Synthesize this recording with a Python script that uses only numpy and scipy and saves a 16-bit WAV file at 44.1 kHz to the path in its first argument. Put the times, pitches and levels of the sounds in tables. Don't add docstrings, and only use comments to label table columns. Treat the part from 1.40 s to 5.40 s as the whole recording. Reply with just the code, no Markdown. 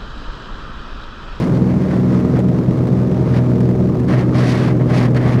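import sys
import numpy as np
from scipy import signal
from scipy.fft import rfft, irfft
from scipy.io import wavfile
from scipy.ndimage import uniform_filter1d

SR = 44100
rng = np.random.default_rng(int(sys.argv[2]) if len(sys.argv) > 2 else 0)


def persist_wave(psi):
    counts = np.round(np.clip(psi, -1, 1) * 32767).astype(np.int16)
    wavfile.write(sys.argv[1], SR, np.atleast_2d(counts).T)


N = 176400
CYCLE_HZ = 20.626


def drone(t, cycles):
    # time in seconds, level in dB.
    low_levels = [(0, -29.5), (1, -30.5), (1.6, -29.5), (2.5, -29), (3.2, -38), (4, -37)]
    # time in seconds, relative dB of the firing tone, relative dB of the fifth above it.
    main_levels = [(0.0, -19, -31), (0.05, -29, -18.5), (0.15, -15.5, -31), (0.22, -22, -21.5),
                   (0.77, -21.5, -18.5), (0.89, -23.5, -25), (0.98, -12.5, -21), (1.04, -20, -16),
                   (1.39, -19, -29), (1.51, -18.5, -19.5), (2.0, -15.5, -29), (2.48, -18.5, -18.5),
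                   (2.62, -12.5, -31), (2.68, -29, -19), (2.75, -11.5, -30), (2.83, -15.5, -23.5),
                   (3.97, -14, -29), (4.0, -28, -24)]
    # multiple of the cycle rate, relative level in dB.
    harmonics = [(2, -45.5), (3, -50), (7, -29), (8, -28.5), (10, -42), (11, -39), (12, -24.5), (15, -31),
                 (16, -38.5), (18, -31.5), (19, -52.5), (22, -37), (23, -45.5), (25, -40), (29, -47.5),
                 (30, -41), (31, -50.5), (60, -55)]

    def tone(order, db):
        return undb(db) * np.sqrt(2) * np.sin(2 * np.pi * (order * cycles + rng.random()))
    times_s, firing_db, fifth_db = np.array(main_levels).T
    low = tone(order=4, db=np.interp(t, *np.array(low_levels).T))
    firing = tone(order=6, db=np.interp(t, times_s, firing_db) - 0.5)
    fifth = tone(order=9, db=np.interp(t, times_s, fifth_db) + 2)
    others = sum(tone(order, db + 1 + 2 * walk(rate_hz=5)) for order, db in harmonics)
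    return low + firing + fifth + others


def firings(cycles):
    # relative level of one cylinder in dB, in firing order.
    cylinder_db = [2, -3, 0, 2.5, 2.5, -12.5]
    decay_s, scatter_db = 0.0049, 2
    count = len(cylinder_db)
    index = np.floor(cycles * count).astype(int)
    age_s = (cycles * count - index) / (count * CYCLE_HZ)
    db = np.array(cylinder_db)[index % count] + scatter_db * rng.standard_normal(N)[index]
    return unit(undb(db) * np.exp(-age_s / decay_s))


def cabin(surge):
    # frequency in Hz, relative density in dB.
    rumble_spectrum = [(15, -44), (24, -43), (34, -19), (62, -7), (100, -6.5), (140, -1), (195, 0.5),
                       (250, -1.5), (340, -5), (430, -7.5), (600, -15), (700, -20), (1000, -30.5),
                       (2000, -62)]
    clatter_spectrum = [(300, -3), (600, 5.5), (850, 1), (1160, 1.5), (1500, -6.5), (2100, -10),
                        (2900, -17), (4300, -21), (5700, -24), (8000, -31.5), (11000, -38), (15500, -59)]

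    def pulsed(share):
        return rng.standard_normal(N) * np.sqrt(1 - share + share * surge ** 2)
    rumble = undb(-19.5) * colour(pulsed(share=0.41), rumble_spectrum)
    steady_rumble = colour(rng.standard_normal(N), rumble_spectrum)
    boom = undb(-24.5) * resonate(steady_rumble, hz=128.7, width_hz=9.9)
    clatter = undb(-36) * colour(pulsed(share=0.72), clatter_spectrum)
    return rumble + boom + clatter


def spray(t):
    # start in seconds, length in seconds, level in dB, mist in dB relative to that level.
    waves = [(-.02, 0.062, -30.5, -8), (0.125, 0.03, -47, -1), (0.278, 0.032, -30, -14),
             (0.388, 0.13, -37, -13), (0.487, .06, -33.5, -13), (0.676, 0.069, -38, -12),
             (0.932, 0.048, -32.5, -16), (1.842, 0.13, -37.5, -11), (1.914, 0.07, -28, -12),
             (2.67, 0.081, -25.5, -14), (2.754, 0.064, -27, -14), (2.928, .13, -25.5, -9.5),
             (3.047, 0.078, -26, -4.5), (3.115, 0.1, -26.5, -9), (3.208, 0.078, -26.5, -10.5),
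             (3.28, 0.026, -26.5, -14.5), (3.385, 0.018, -28.5, -30), (3.469, 0.079, -25.5, -14.5),
             (3.523, 0.071, -27.5, -4.5), (3.586, 0.07, -23, -12.5), (3.739, 0.038, -25, -13.5),
             (3.78, 0.082, -27.5, -17), (3.842, 0.1, -25.5, -13), (3.934, .095, -28, -19)]
    # frequency in Hz, relative density in dB.
    splash_spectrum = [(250, -2), (450, 1), (610, 10), (690, 2), (760, 5), (880, -1), (1100, 1), (1400, -4),
                       (1650, -2), (2050, -3.5), (2550, -13), (3300, -18), (5000, -41), (8000, -41),
                       (15500, -48)]
    mist_spectrum = [(1000, 0), (2200, 6), (3000, 2.5), (3700, 1.5), (4600, 1.5), (5900, -4.5), (7600, -13),
                     (10000, -14.5), (12500, -25), (15500, -36.5)]
    attack_s, splash_release_s, mist_release_s = 0.032, 0.025, 0.012
    splash_power, mist_power = 0, 0
    for start_s, length_s, db, mist_db in waves:
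        rise = np.clip((t - start_s) / attack_s, 0, 1)
        after_s = np.maximum(t - start_s - length_s, 0)
        splash_power += (undb(db) * rise * np.exp(-after_s / splash_release_s)) ** 2
        mist_power += (undb(db + mist_db) * rise * np.exp(-after_s / mist_release_s)) ** 2
    splash = np.sqrt(splash_power) * colour(drops(per_s=3000, spread_db=2), splash_spectrum)
    mist = np.sqrt(mist_power) * colour(drops(per_s=7000, spread_db=4.5), mist_spectrum)
    churn_db = walk(rate_hz=130)
    return (splash + mist) * undb(churn_db)


def slaps(t):
    # start in seconds, relative level in dB.
    knocks = [(0.299, -30), (0.964, -31), (0.99, -21), (1.086, -26), (1.375, -28), (1.471, -26),
              (1.714, -26), (2.205, -22), (2.289, -26), (2.599, -26), (2.684, -23), (3.747, -22)]
    # frequency in Hz, relative density in dB.
    float_spectrum = [(60, -20.5), (130, -2), (300, 7), (600, -1.5), (1000, -13.5), (2000, -20.5),
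                      (4000, -31), (8000, -37), (15500, -54.5)]
    decay_s = 0.006
    force = sum(undb(db) * (t >= start_s) * np.exp(-np.abs(t - start_s) / decay_s)
                for start_s, db in knocks)
    envelope = undb(6.5) * uniform_filter1d(force, size=64)
    return envelope * colour(rng.standard_normal(N), float_spectrum)


def wash(t):
    # time in seconds, mean level in dB.
    levels = [(0, -36.5), (.2, -39), (.6, -37.5), (.98, -38.5), (1.05, -43), (1.8, -41.5), (2.1, -42.5),
              (2.45, -49), (2.65, -51.5), (2.88, -38.5), (3.4, -46), (3.7, -51), (4, -41)]
    # frequency in Hz, relative density in dB.
    slosh_spectrum = [(250, -4.5), (450, -8.5), (600, -3), (850, 2.5), (1150, 0.5), (1450, -4),
                      (2000, -8.5), (2600, -17), (4000, -19.5), (5800, -23), (8000, -30.5), (11000, -37.5),
                      (15500, -49)]
    db = np.interp(t, *np.array(levels).T) + 2 * walk(rate_hz=22)
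    return undb(db) * colour(drops(per_s=3000, spread_db=3.5), slosh_spectrum)


def airflow():
    # frequency in Hz, relative density in dB.
    air_spectrum = [(1000, -0.5), (2500, 0), (4200, 2.5), (5800, -1), (7000, -5.5), (8500, -20.5),
                    (11000, -26.5), (15500, -42.5)]
    return undb(-57) * colour(rng.standard_normal(N), air_spectrum)


def drops(per_s, spread_db):
    hits = rng.random(N) < per_s / SR
    return hits * undb(spread_db * rng.standard_normal(N)) * rng.choice([-1, 1], N)


def colour(x, spectrum):
    hz, db = np.array(spectrum, float).T
    bins_hz = np.maximum(np.arange(N // 2 + 1) * SR / N, 1)
    gain = undb(np.interp(np.log(bins_hz), np.log(hz), db))
    cepstrum = irfft(np.log(gain), N)
    response = np.exp(rfft(2 * cepstrum[:N // 2], N))
    return unit(irfft(rfft(x) * response, N))


def resonate(x, hz, width_hz):
    bins_hz = np.maximum(np.arange(N // 2 + 1) * SR / N, 1)
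    detuning = hz / width_hz * (bins_hz / hz - hz / bins_hz)
    return unit(irfft(rfft(x) / (1 + 1j * detuning), N))


def walk(rate_hz):
    hold = max(int(SR / rate_hz), 2)
    steps = np.repeat(rng.standard_normal(2048), hold)[:N]
    return unit(uniform_filter1d(uniform_filter1d(steps, hold), hold))


def undb(db):
    return 10 ** (np.asarray(db) / 20)


def unit(x):
    return x / np.sqrt(np.mean(x ** 2))


def scene():
    t = np.arange(N) / SR
    speed_ratio = 1 + 0.0007 * walk(rate_hz=2) + 0.002 * walk(rate_hz=40)
    cycles = np.cumsum(CYCLE_HZ * speed_ratio) / SR
    plane = drone(t, cycles) + cabin(firings(cycles)) + airflow()
    water = wash(t) + spray(t) + slaps(t)
    return (plane + water)[None]


def record(dry):
    cutoff_hz = 15750
    return signal.sosfilt(signal.ellip(10, .2, 80, cutoff_hz, fs=SR, output="sos"), dry)


dry = scene()
out = record(dry)
persist_wave(out)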